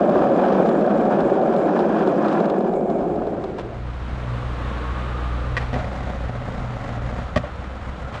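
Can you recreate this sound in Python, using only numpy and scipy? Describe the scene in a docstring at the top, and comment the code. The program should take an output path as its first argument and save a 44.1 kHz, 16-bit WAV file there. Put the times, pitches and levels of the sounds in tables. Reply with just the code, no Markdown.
"""A skateboard rolls over coarse asphalt, heard from just above the deck, and fades into a street heard from the kerb.
There a car drives past while a skater pops onto a paved traffic island, rattles over its joints,
drops off with a loud clack that a house wall throws back, and rolls closer.
Random stone contacts drive the deck, wheels and trucks; blows ring the modes of the board;
coloured noise makes tyres and wind, and a stack of harmonics makes the drone of the engines."""
import sys
import numpy as np
from scipy import signal
from scipy.fft import rfft, irfft
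from scipy.io import wavfile
from scipy.ndimage import uniform_filter1d, map_coordinates

SR = 44100
rng = np.random.default_rng(int(sys.argv[2]) if len(sys.argv) > 2 else 0)


def master_out(mix):
    """Clip the mix to full scale and print it as 16-bit PCM to the path in sys.argv[1]."""
    frames = np.transpose(np.atleast_2d(mix))
    ceiling = np.clip(frames, -1, 1)
    pcm = np.round(ceiling * 32767).astype(np.int16)
    wavfile.write(sys.argv[1], SR, pcm)


N = 361619
TIME = np.arange(N) / SR


def from_db(db):
    """Turns dB into an amplitude factor."""
    return 10 ** (np.asarray(db) / 20)


def rms_one(x):
    """Scales a sound to rms 1."""
    return x / np.sqrt(np.mean(x ** 2) + 1e-20)


def levelled(x, window_s):
    """Evens a sound out: divides it by its own running level."""
    power = uniform_filter1d(x ** 2, max(int(window_s * SR), 1))
    return x / np.sqrt(power + 1e-12)


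def ramp(start, end):
    """Rises in a straight line from 0 to 1 between two times."""
    return np.clip((TIME - start) / max(end - start, 1e-3), 0, 1)


def hump(middle, half):
    """A bell in time, 1 at its middle and 1/e a half length away."""
    return np.exp(-((TIME - middle) / half) ** 2)


def in_time(rows):
    """Draws each column of a curve sample by sample."""
    s, *columns = np.transpose(rows)
    return [np.interp(TIME, s, column) for column in columns]


def drift(rate):
    """Smoothed chance of spread 1, changing about `rate` times a second."""
    step = 40   # samples between the drawn points
    r = np.exp(-2 * step * np.pi * rate / SR)
    slow = signal.lfilter([1], [1, -2 * r, r * r], rng.standard_normal(N // step + 2002))
    slow = slow[2000:]   # skips the filter's start
    return np.interp(np.arange(N) / step, np.arange(len(slow)), rms_one(slow))


def response(spectrum, size=8192):
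    """Causal (minimum-phase) impulse response of a spectrum, peak 1."""
    hz, db = np.transpose(spectrum)
    grid = np.maximum(np.arange(size // 2 + 1) * SR / size, 1)
    below_first_db = 20 * np.log10(np.minimum(grid / hz[0], 1))
    level_db = np.interp(np.log(grid), np.log(hz), db) + below_first_db
    # folding the cepstrum onto positive times gives minimum phase
    cepstrum = irfft(np.log(from_db(level_db)))
    cepstrum[1:size // 2] *= 2
    cepstrum[size // 2 + 1:] = 0
    h = irfft(np.exp(rfft(cepstrum)))
    return h / np.abs(h).max()


def through(x, h):
    """Sends a sound through an impulse response."""
    return signal.oaconvolve(x, h)[:N]


def coloured(x, spectrum):
    """Colours a sound by a spectrum, rms 1."""
    return rms_one(through(x, response(spectrum)))


def bandpass(x, order, band_hz):
    """Keeps one band of a sound."""
    return signal.sosfilt(signal.butter(N=order, Wn=band_hz, btype="band", fs=SR, output="sos"), x)


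def shelf(x, hz, db):
    """Turns everything above a corner up or down by a changing amount."""
    low = signal.sosfiltfilt(signal.butter(N=2, Wn=hz, fs=SR, output="sos"), x)
    return low + from_db(db) * (x - low)


def burst(t60):
    """A dying puff of noise with unit energy."""
    h = rng.standard_normal(SR) * from_db(-60 * TIME[:SR] / t60)
    return h / np.sqrt(np.sum(h ** 2))


def clicks(times, db):
    """Single-sample impulses at given times and levels."""
    out = np.zeros(N)
    places = np.clip(np.round(np.asarray(times) * SR).astype(int), 0, N - 1)
    np.add.at(out, places, from_db(db))
    return out


def ring(x, hz, t60):
    """A unit click sets a sine of starting height 1 ringing."""
    r, w = np.exp(-np.log(1000) / (t60 * SR)), 2 * np.pi * hz / SR
    return signal.lfilter([0, np.sin(w)], [1, -2 * r * np.cos(w), r * r], x + 1e-18)


def resonance(x, hz, width):
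    """A broad mode with gain 1 at its centre."""
    return 2 * np.pi * width / SR * ring(x, hz, np.log(1000) / (np.pi * width))


def singing(x, hz, width):
    """A resonance with steep flanks, rms 1."""
    return rms_one(resonance(resonance(x, hz, width), hz, width))


def body(x, modes):
    """Sums a set of resonances with alternating sign."""
    return sum((-1) ** k * from_db(db) * resonance(x, hz, width)
               for k, (hz, width, db) in enumerate(modes))


def scattered(x, longest, count=12):
    """A handful of short reflections from nearby surfaces ripple the spectrum."""
    size = int(longest * SR) + 2
    taps = clicks(rng.uniform(0, longest, count), np.zeros(count))[:size]
    return through(x, taps * rng.choice([-1, 1], size)) / np.sqrt(count)


def stones(per_s, spread_db):
    """Random contacts of the wheels with stones in the asphalt, a few much harder than the rest."""
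    sizes = from_db(spread_db * np.minimum(rng.exponential(1, N), 4)) * rng.choice([-1, 1], N)
    return rms_one(sizes * (rng.random(N) < per_s / SR))


# Colour of the low air rumble. Each row: frequency in Hz, relative level in dB per Hz.
AIR_COLOUR = [(15, -7), (35, 6), (60, 5.5), (100, 4), (150, -0.5), (220, -19.5), (400, -26.5), (1000, -57),
              (3000, -79)]
# Low rumble at the kerb. Each row: time in seconds, level in dB.
BREEZE_LEVEL = [(3.4, -32.5), (4.2, -37.5), (4.8, -35.5), (5.7, -33.5), (6.4, -33.5), (6.9, -36),
                (7.3, -31), (7.6, -37), (8.2, -34)]
# headwind at 0 s, and its loss as the board slows
RIDE_AIR_DB, HEADWIND_LOSS_DB_PER_S = -45.5, 2


def street_air(at_kerb):
    """Lumpy low noise: headwind during the ride, breeze and town traffic at the kerb."""
    breeze_db, = in_time(BREEZE_LEVEL)
    headwind = (1 - at_kerb) * from_db(RIDE_AIR_DB - HEADWIND_LOSS_DB_PER_S * TIME)
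    level = headwind + at_kerb * from_db(breeze_db)
    return level * from_db(2.0 * drift(25)) * coloured(rng.standard_normal(N), AIR_COLOUR)


# Tyres on the road, far and near. Each row: frequency in Hz, relative level in dB per Hz.
TYRE_COLOUR = [(120, -21), (200, 2.5), (300, -4.5), (390, -4.5), (500, 0), (650, -8.5), (880, -5.5),
               (1170, -7.5), (1500, -9), (2330, -16), (3800, -21.5), (5070, -34.5), (8400, -40.5),
               (11200, -54.5), (12300, -55.5), (15000, -68)]
TRAFFIC_DB = -42.5


def far_traffic():
    """The even rush of tyres in the streets around, as steady coloured noise."""
    return from_db(TRAFFIC_DB) * coloured(rng.standard_normal(N), TYRE_COLOUR)


# Engine drone: the passing car, wavering as it mixes with its reflections, then a farther engine near 64 Hz.
# Each row: time in seconds, mean firing rate in Hz, fundamental in dB, second harmonic in dB.
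ENGINE_NOTE = [(3.68, 60.2, -45, -33.5), (3.85, 60.36, -25, -30), (4.05, 60.7, -28, -37),
               (4.33, 60.25, -31, -26.5), (4.55, 59.3, -28.5, -33), (4.7, 60.5, -27, -33),
               (4.8, 59.8, -27, -40), (5.08, 61.23, -28, -32.5), (5.27, 60.87, -24, -35),
               (5.55, 61.2, -28.5, -28.5), (5.78, 60.77, -30, -33), (5.95, 61.86, -32, -39),
               (6.24, 60.8, -31, -40.5), (6.42, 60.97, -50, -32.5), (6.62, 61, -36, -30.5),
               (6.8, 59.6, -43, -34.5), (6.98, 58.4, -31.5, -29), (7.2, 61, -34, -41), (7.6, 64, -37, -70),
               (7.88, 64.24, -32.5, -45), (8.2, 63.7, -36, -60)]


def engine_drone():
    """A drone of five harmonics of the firing rate, whose pitch and levels waver."""
    firing_hz, first_db, second_db = in_time(ENGINE_NOTE)
    phase = 2 * np.pi * np.cumsum(firing_hz * (1 + 0.00592 * drift(3.6))) / SR
    orders = [(1, first_db), (2, second_db), (3, first_db - 18), (4, second_db - 15), (5, first_db - 19)]
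    return sum(np.sqrt(2) * from_db(db + drift(6)) * np.sin(k * phase) for k, db in orders)


# the car drives by at a steady speed
CAR_NEAREST_S, CAR_DISTANCE_M, CAR_M_PER_S = 4.923, 8.9, 17.6


def nearness_db(lag_s):
    """Level of the passing car against its nearest point, by the inverse distance."""
    along_m = CAR_M_PER_S * (TIME - CAR_NEAREST_S - lag_s)
    return 20 * np.log10(CAR_DISTANCE_M / np.hypot(CAR_DISTANCE_M, along_m))


# Howl of the tread, each resonance beamed its own way. Each row: frequency in Hz, width in Hz,
# top level in dB, moment it is loudest in seconds after the car is nearest.
TREAD_HOWL = [(1144, 170, -43.5, -0.45), (1105, 97, -41, -0.13), (1210, 125, -38.5, 0.27),
              (1520, 540, -44, -0.0046)]
# rush when nearest; dB of howl for each dB of nearness
TYRE_DB, TREAD_FOLLOWS = -34.5, 5.7


def car_tyres():
    """The rush of the passing tyres falls with distance, the tread howl fastest."""
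    rush_level = from_db(TYRE_DB + nearness_db(0) + 0.63 * drift(12))
    rush = rush_level * coloured(rng.standard_normal(N), TYRE_COLOUR)
    howl = np.zeros(N)
    for hz, width, db, lag_s in TREAD_HOWL:
        level = from_db(db + TREAD_FOLLOWS * nearness_db(lag_s) + 1.6 * drift(5.8))
        howl += level * singing(rng.standard_normal(N), hz, width)
    return rush + howl


# Rough and smooth patches in the asphalt.
# Each row: middle in seconds, half length in seconds, added roughness in dB.
ROUGH_PATCHES = [(0.517, 0.11, 5), (1.124, 0.023, 4), (1.444, 0.032, -3.5), (1.796, 0.041, 2.5),
                 (2.01, 0.048, 5.5), (2.297, 0.086, 5), (2.83, 0.053, -3), (3.197, 0.13, 0.5)]
# the asphalt turns smoother between two times, by this much roughness
SMOOTH_FROM_S, SMOOTH_DB = (2.42, 2.8), -8


def asphalt():
    """Roughness in dB: the change to smoother asphalt, and the short rough or smooth patches."""
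    patch_db = sum(db * hump(s, half) for s, half, db in ROUGH_PATCHES)
    return SMOOTH_DB * ramp(*SMOOTH_FROM_S), patch_db


# Resonances of the rolling, loaded deck. Each row: frequency in Hz before the sway, width in Hz,
# relative level at 0 s in dB, change as the board slows in dB per second.
DECK_MODES = [(169, 53, -6, -0.26), (219.2, 31.7, 0.5, -0.2), (279.4, 39, 0, -0.75),
              (330, 95.5, -0.5, -0.04), (416.3, 92.6, -1.5, 0.5), (488, 65, -2, -0.3),
              (573, 40, 1.4, -1.25), (637, 58, -2.2, -0.87), (753, 120, -6, 0.24)]
MODE_SWELL_DB = 0.67   # each mode swells on its own


def deck(x, band_hz=(140, 860)):
    """The loaded deck booms in broad, swelling resonances; soft wheels keep the treble out of it."""
    modes = np.zeros(N)
    for k, (hz, width, db, db_per_s) in enumerate(DECK_MODES):
        level = from_db(db + db_per_s * TIME + MODE_SWELL_DB * drift(2.45))
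        modes += (-1) ** k * level * resonance(x, hz, width)
    return bandpass(modes, 4, band_hz)


# the deck's pitch sags as the board slows and sways with the rider's weight (shares)
DECK_SAG_PER_S, DECK_SWAY = .01, .015


def swayed(x):
    """Bends the deck's pitch by playing it at a slowly sagging, wandering speed."""
    speed = 1 - DECK_SAG_PER_S * TIME + DECK_SWAY * drift(2.484)
    return map_coordinates(x, [np.cumsum(speed)], order=3, mode="mirror")


# starting level, its extra loss as the board slows, and the share of the surface change it follows
BOOM_DB, BOOM_LOSS_DB_PER_S, BOOM_FOLLOWS = -16, 0.83, 0.16


def deck_boom(surface_db, patches):
    """Stones shake the deck into an evened-out boom that bends in pitch."""
    shaking = deck(stones(per_s=3400, spread_db=0.84) * from_db(0.16 * patches))
    level = from_db(BOOM_DB - BOOM_LOSS_DB_PER_S * TIME + BOOM_FOLLOWS * surface_db)
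    return level * levelled(swayed(shaking), window_s=0.082)


# Wheels on grit. Each row: frequency in Hz, relative level in dB per Hz.
GRIT_COLOUR = [(400, -13), (800, 1), (1000, 1.5), (1300, -3), (1680, -6.5), (1850, -14.5), (2020, -21),
               (2400, -18.5), (2680, -25), (3800, -32.5), (5500, -42.5), (9000, -74)]
# level; share of roughness followed by all of it, and extra share above the corner
GRIT_DB, GRIT_FOLLOWS, GRIT_TOP_FOLLOWS, CRUNCH_HZ = -30.5, 0.57, 0.5, 1150


def grit_crunch(contacts, rough_db):
    """Stones crunch under the wheels, following the roughness most in the treble."""
    crunch = shelf(coloured(contacts, GRIT_COLOUR), CRUNCH_HZ, GRIT_TOP_FOLLOWS * rough_db)
    return from_db(GRIT_DB + GRIT_FOLLOWS * rough_db) * crunch


# Snapping grains. Each row: frequency in Hz, relative level in dB per Hz.
SNAP_COLOUR = [(1000, -10), (1600, -2.5), (2800, 1), (4000, -10), (5500, -6), (7500, -18.5), (12000, -49)]
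SNAPS_PER_S, SNAP_SPREAD_DB, SNAP_DB = 130, 1.3, -57.5


def loose_grit(rough_db):
    """Single grains snap under the wheels as tiny noise bursts, harder in the rough patches."""
    snaps = through(stones(SNAPS_PER_S, SNAP_SPREAD_DB), burst(0.016))
    return from_db(SNAP_DB + rough_db) * coloured(snaps, SNAP_COLOUR)


# Ringing of trucks and bearings underfoot. Each row: frequency in Hz, width in Hz, relative level in dB.
TRUCK_MODES = [(2374, 95, 12), (3090, 32, -12), (3440, 47, -16), (4970, 400, -1.5), (6260, 290, -3.5),
               (7000, 210, -13.5), (7880, 370, -14.5)]
# Bearings singing whatever the surface. Each row: frequency in Hz, width in Hz, relative level in dB.
BEARING_MODES = [(2210, 70, 3.5), (2405, 65, -4.5), (7050, 590, -16.5), (8380, 410, -21.5)]
TRUCK_DB, TRUCK_FOLLOWS, BEARING_DB = -61.5, 0.37, -58


def trucks_and_bearings(contacts, rough_db):
    """Stones ring the metal of the trucks; the bearings flutter on contacts of their own."""
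    metal = from_db(TRUCK_DB + TRUCK_FOLLOWS * rough_db) * rms_one(body(contacts, TRUCK_MODES))
    turning = body(stones(per_s=2500, spread_db=4.5), BEARING_MODES)
    return metal + from_db(BEARING_DB + 2.4 * drift(13)) * rms_one(turning)


# Fine hiss of the wheels. Each row: frequency in Hz, relative level in dB per Hz.
HISS_COLOUR = [(1500, -24.5), (3500, 8.5), (5200, 1.5), (6200, -5.5), (7400, -8), (8800, -15), (10000, -19),
               (11200, -32), (12300, -21), (15500, -35)]
HISS_DB, HISS_FOLLOWS = -55.5, 0.77


def wheel_hiss(contacts, patches, rough_db):
    """Stone contacts and a rub of noise make the fine top of the rolling."""
    rubbing = 1.2 * rng.standard_normal(N) * from_db(1.4 * patches)
    return from_db(HISS_DB + HISS_FOLLOWS * rough_db) * coloured(contacts + rubbing, HISS_COLOUR)


# Cracks and pebbles under the wheels, with swells of the deck boom among them (.947 and 1.426 s);
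# the last row is a foot set down with a shoe scrape.
# Each row: time in seconds, relative tick level in dB, relative bump level in dB.
TICKS_AND_BUMPS = [(.093, -32, -13), (0.185, -37, -25), (.297, -39, -16), (.414, -38, -27),
                   (.462, -34, -14), (.595, -42, -8), (.66, -32, -16), (.69, -29.5, -16), (.811, -34, -26),
                   (.864, -36, -17), (.947, -45, -9.5), (1.053, -35, -20), (1.205, -30.5, -29),
                   (1.414, -38, -25), (1.426, -40, -13), (1.563, -32, -25), (1.66, -37, -30),
                   (1.791, -28, -13), (1.804, -33, -30), (2.074, -30, -8), (2.247, -34, -29),
                   (2.283, -27.5, -30), (2.327, -31, -29), (2.361, -40, -19), (2.403, -31, -8.5),
                   (2.455, -31, -28), (2.499, -28, -31), (2.607, -37, -14), (2.737, -38, -26),
                   (2.807, -50, -12), (2.9, -35, -26), (3.159, -39, -17.5), (3.269, -37.5, -20),
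                   (3.44, -31.5, -27), (3.584, -36, -21)]


def ticks_and_bumps():
    """Each row excites a short puff of noise and a bump of the deck, in its own balance."""
    s, tick_db, bump_db = np.transpose(TICKS_AND_BUMPS)
    ticks = through(clicks(s, tick_db + 11.5), burst(0.029))
    unit_bump = np.abs(deck(clicks([0], [0]))).max()
    return ticks, deck(clicks(s, bump_db)) / unit_bump


SLOWING_DB_PER_S = 0.27    # loss of the rolling as the board slows
RIDE_FADE_S = (2.98, 3.906)   # the rolling fades out: start, end


def board_underfoot():
    """Boom, crunch, trucks and hiss follow the surface; the bearings and single ticks and bumps do not."""
    surface_db, patch_db = asphalt()
    rough_db = surface_db + patch_db
    level = from_db(-SLOWING_DB_PER_S * TIME) * (1 - ramp(*RIDE_FADE_S))
    patches = drift(38)   # fine unevenness of the surface
    contacts = stones(per_s=3000, spread_db=1.5) * from_db(1.7 * patches)
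    rolling = deck_boom(surface_db, patches) + grit_crunch(contacts, rough_db)
    rolling += trucks_and_bearings(contacts, rough_db) + loose_grit(rough_db)
    ticks, bumps = ticks_and_bumps()
    treble = level * wheel_hiss(contacts, patches, rough_db)
    treble += 0.23 * through(ticks, response(HISS_COLOUR))
    off_the_ground = .25 * scattered(treble, longest=.004)
    return level * rolling + bumps + through(ticks, response(GRIT_COLOUR)) + treble + off_the_ground


# the skater lands on the paving and later leaves it with his front wheels
ISLAND_START_S, ISLAND_END_S = 5.734, 7.24
# the wheels chatter on landing, and once on the road before it, then settle
CHATTERS_S, CHATTER_DB, SETTLE_S = (ISLAND_START_S, 4.7), 3, 0.07
# wheel level at 0 s on asphalt, and its rise as he nears
ROLL_DB, NEARING_DB_PER_S = -46.5, 0.98
# extra on the paving, and its spread from one block to the next
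PAVING_DB, BLOCKS_DB = 4.5, 1.3
# the rolling dips briefly on the paving
DIP_S, DIP_HALF_S, DIP_DB = 7, 0.021, -9


def rolling_db():
    """The wheels grow as the skater nears, roar unevenly on the paving, and chatter and dip."""
    on_island = (TIME > ISLAND_START_S) & (TIME < ISLAND_END_S)
    paving_db = (PAVING_DB + BLOCKS_DB * drift(10)) * on_island
    chatter = sum((TIME >= s) * np.exp(-np.abs(TIME - s) / SETTLE_S) for s in CHATTERS_S)
    dip_db = DIP_DB * hump(DIP_S, DIP_HALF_S)
    return ROLL_DB + NEARING_DB_PER_S * TIME + paving_db + CHATTER_DB * chatter + dip_db


# The skater's wheels at a distance. Each row: frequency in Hz, relative level in dB per Hz.
FAR_WHEEL_COLOUR = [(90, -18), (190, 7.5), (290, -2.5), (400, -14.5), (550, 2), (640, -4.5), (740, 0.5),
                    (930, -8.5), (1100, -5), (1330, -10), (1650, -11.5), (2100, -12.5), (2500, -22.5),
                    (4000, -27), (5600, -33), (7000, -34), (11000, -52.5), (15000, -68)]
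BUMPY_DB = 2   # spread of the quick unevenness
WHIRR_HZ, WHIRR_WIDTH_HZ, WHIRR_DB = 1320, 260, -53.5   # level at 0 s


def far_rolling():
    """Stone contacts roar through the wheels and sing in the bearings; a whirr stays on any surface."""
    contacts = stones(per_s=3000, spread_db=1.0)
    force = from_db(rolling_db() + BUMPY_DB * drift(52))
    roll = force * coloured(contacts, FAR_WHEEL_COLOUR)
    bearings = from_db(-44.5) * force * singing(contacts, hz=6800, width=230)
    whirring = singing(stones(per_s=3900, spread_db=8.0), WHIRR_HZ, WHIRR_WIDTH_HZ)
    return roll + bearings + from_db(WHIRR_DB + NEARING_DB_PER_S * TIME) * whirring


# Scrapes of wheels and shoe soles. Each row: start in seconds, nominal length in seconds, level in dB.
SCRAPES = [(3.582, 0.023, -28.5), (5.592, 0.069, -36.5), (5.727, 0.085, -38), (7.174, 0.06, -41.5),
           (8.132, 0.056, -33.5)]
# Colour of the scrapes. 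Each row: frequency in Hz, relative level in dB per Hz.
SCRAPE_COLOUR = [(600, 14), (1500, 7), (3800, -6), (6500, -18.5), (9000, -26.5), (15000, -59)]


def skids():
    """Gritty scrapes start sharply and ease off, over a faint trace that stays before and after."""
    level = np.zeros(N)
    for s, length, db in SCRAPES:
        corners_s = [s, s + 0.0032, s + 0.36 * length, s + 1.9 * length]
        level += from_db(db) * np.interp(TIME, corners_s, [0.099, 0.68, 0.88, 0.046])
    return level * coloured(stones(per_s=3400, spread_db=3.0), SCRAPE_COLOUR)


# Modes of the struck board. Each row: frequency in Hz, full ring time (t60) in seconds,
# relative level in dB struck through the wheels, relative level in dB struck at the tail.
BOARD_MODES = [(123.7, 0.24, -9.5, -15), (170, 0.13, -5, -33), (247, 0.11, -5.5, -15),
               (430, 0.051, -11.5, -16.5), (529, 0.07, -31, 2), (590, 0.08, -9.5, -27),
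               (622, 0.061, 1.5, -48), (731, 0.11, -20, -2.5), (1142, 0.021, -2, -20),
               (1160, .04, -14.5, -10.5), (1564, .03, -25, -9), (1690, .04, -22, -9),
               (1875.5, 0.047, -18, -3), (1906, 0.037, -22, -6.5), (2416, 0.032, -21, -7.5),
               (2896, .015, -25, -42), (3140, 0.047, -12, -35), (3850, .024, -39, -22),
               (4560, .026, -26.5, -44), (7010, 0.092, -28, -35)]
# Hard edge of a blow. Each row: frequency in Hz, relative level in dB per Hz.
CRACK_COLOUR = [(330, 1), (650, 2), (930, 1), (1300, 7), (2600, 9.5), (4500, 1), (7500, -8), (10000, -27),
                (13000, -48), (16000, -68)]
STANCE_DETUNE = .004   # spread of each mode from blow to blow with the rider's stance (share)
# the modes radiate little deep bass, and the contact is too soft for the top
RADIATED_HZ = (75, 5200)


def board_hits(times, crack_db, thud_db, on_tail, ring_share=1, split_hz=1050):
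    """The rider's weight drives the low modes, bare wood and metal the high; contact point sets the balance."""
    on_tail = np.clip(on_tail, 0, 1)
    edge = through(through(clicks(times, crack_db), burst(0.05)), response(CRACK_COLOUR))
    out = np.zeros(N)
    hz, t60, wheel_db, tail_db = np.transpose(BOARD_MODES)
    chance = rng.standard_normal((len(times), 2, len(hz)))
    for s, crack, thud, tail, (luck_db, stance) in zip(times, crack_db, thud_db, on_tail, chance):
        contact_db = wheel_db + tail * (tail_db - wheel_db)
        force = from_db(np.where(hz < split_hz, thud, crack) + contact_db + luck_db)
        start = min(int(round(s * SR)), N)
        t = TIME[:min(SR // 4, N - start), None]
        decay = np.exp(-np.log(1000) * t / (t60 * ring_share))
        modes = decay * np.sin(2 * np.pi * hz * (1 + STANCE_DETUNE * stance) * t)
        out[start:start + len(t)] += modes @ force
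    return edge + bandpass(out, 2, RADIATED_HZ)


# Widest paving joints. Each row: time in seconds, relative thud in dB, relative crack in dB.
WIDE_JOINTS = [(5.918, -26.5, -40), (5.931, -26, -37), (6.007, -22.5, -38), (6.036, -31, -40),
               (6.072, -25, -42), (6.102, -23, -42), (6.151, -28, -38), (6.207, -26, -41),
               (6.245, -28, -39), (6.295, -22.5, -36), (6.354, -24, -41), (6.417, -23, -43),
               (6.457, -28, -44), (6.487, -24, -36), (6.522, -27, -33), (6.58, -23.5, -35),
               (6.604, -25, -42), (6.64, -28, -39), (6.706, -24.5, -41), (6.77, -27, -41),
               (6.847, -25, -39), (6.88, -26, -40), (6.907, -29, -40), (6.95, -33, -41),
               (6.978, -23.5, -40), (7.02, -24, -36), (7.046, -26, -38), (7.127, -26.5, -39),
               (7.188, -22.5, -35), (7.221, -28, -38)]
# added to every joint; middle contact point (0 wheels to 1 tail); share of the board's full ring time
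JOINT_CRACK_DB, JOINT_THUD_DB, JOINT_CONTACT, JOINT_RING = 2, 5, 0.41, 0.66
# narrow joints: rate, middle level before the additions, and largest departure from it
SMALL_JOINTS_PER_S, SMALL_JOINT_DB, JOINT_SPREAD_DB = 12, -33.5, 5


def paving_knocks(count=40):
    """Wide joints knock on the loaded deck, each a little differently; narrow ones patter between them."""
    chance = rng.random((count, 2))
    small_s = ISLAND_START_S + np.cumsum(.5 + chance[:, 0]) / SMALL_JOINTS_PER_S
    small_db = SMALL_JOINT_DB + JOINT_SPREAD_DB * (2 * chance[:, 1] - 1)
    small = np.column_stack([small_s, small_db, small_db - 5])[small_s < ISLAND_END_S]
    s, thud_db, crack_db = np.vstack([WIDE_JOINTS, small]).T
    contact = JOINT_CONTACT + rng.uniform(-0.19, 0.14, len(WIDE_JOINTS) + count)[:len(s)]
    return board_hits(s, crack_db + JOINT_CRACK_DB, thud_db + JOINT_THUD_DB, contact, JOINT_RING)


# The house wall's echo. 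Each row: time in seconds, echo delay in seconds, level in dB.
WALL_ECHO = [(5.62, .038, -11), (6.2, 0.055, -5), (7.45, 0.073, -10)]


def off_the_walls(hits):
    """A blurred slap from the house wall, ever later as the skater leaves it, and the street's faint tail."""
    delay, slap_db = in_time(WALL_ECHO)
    slap = through(from_db(slap_db) * np.interp(TIME - delay, TIME, hits), burst(0.12))
    tail = from_db(-17) * through(hits, burst(0.25))
    return bandpass(slap + tail, 1, [450, 1900])


# Tail pop, landings and bounces. Each row: time in seconds, crack of wood in dB,
# thud of the rider's weight in dB, contact point from 0 at the wheels to 1 at the tail.
BOARD_BLOWS = [(5.5678, -16.5, -35, 0.97), (5.57395, -14, -23, .65), (5.5798, -20, -41, 1),
               (5.731, -26, -13.5, .35), (5.742, -24, -19.5, 0.75), (5.7629, -39, -10, 0.43),
               (5.77715, -41, -20, 0.37), (5.7946, -40, -21, 0.17), (5.8122, -38.5, -23, 0.36),
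               (5.8255, -37, -35, .35), (5.845, -30, -22, 0.44), (5.87206, -36, -20, 0.43),
               (7.3605, -13, -17, 0.41), (7.3639, -18.5, -9, 0.07), (7.3738, -14, -14, 0.62),
               (7.37703, -26, -21, .62), (8.142, -26, -42, .1)]


def skater():
    """Rolling, jumps, paving joints and scrapes; all but the rolling come back off the walls."""
    rolling = far_rolling()
    hits = board_hits(*np.transpose(BOARD_BLOWS)) + paving_knocks() + skids()
    return rolling + hits + off_the_walls(hits)


STREET_FADE_S = (2.6, 4.2)   # the street fades in: start, end


def scene():
    """The ride gives way to the street."""
    at_kerb = ramp(*STREET_FADE_S)
    traffic = far_traffic() + engine_drone() + car_tyres()
    street = at_kerb ** 2 * traffic + at_kerb * skater()
    return (board_underfoot() + street + street_air(at_kerb))[None, :]


CUTOFF_HZ = 15650


def record(dry):
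    """Cuts the top steeply with an elliptic low-pass."""
    return signal.sosfilt(signal.ellip(10, .1, 90, CUTOFF_HZ, fs=SR, output="sos"), dry)


dry = scene()
out = record(dry)
master_out(out)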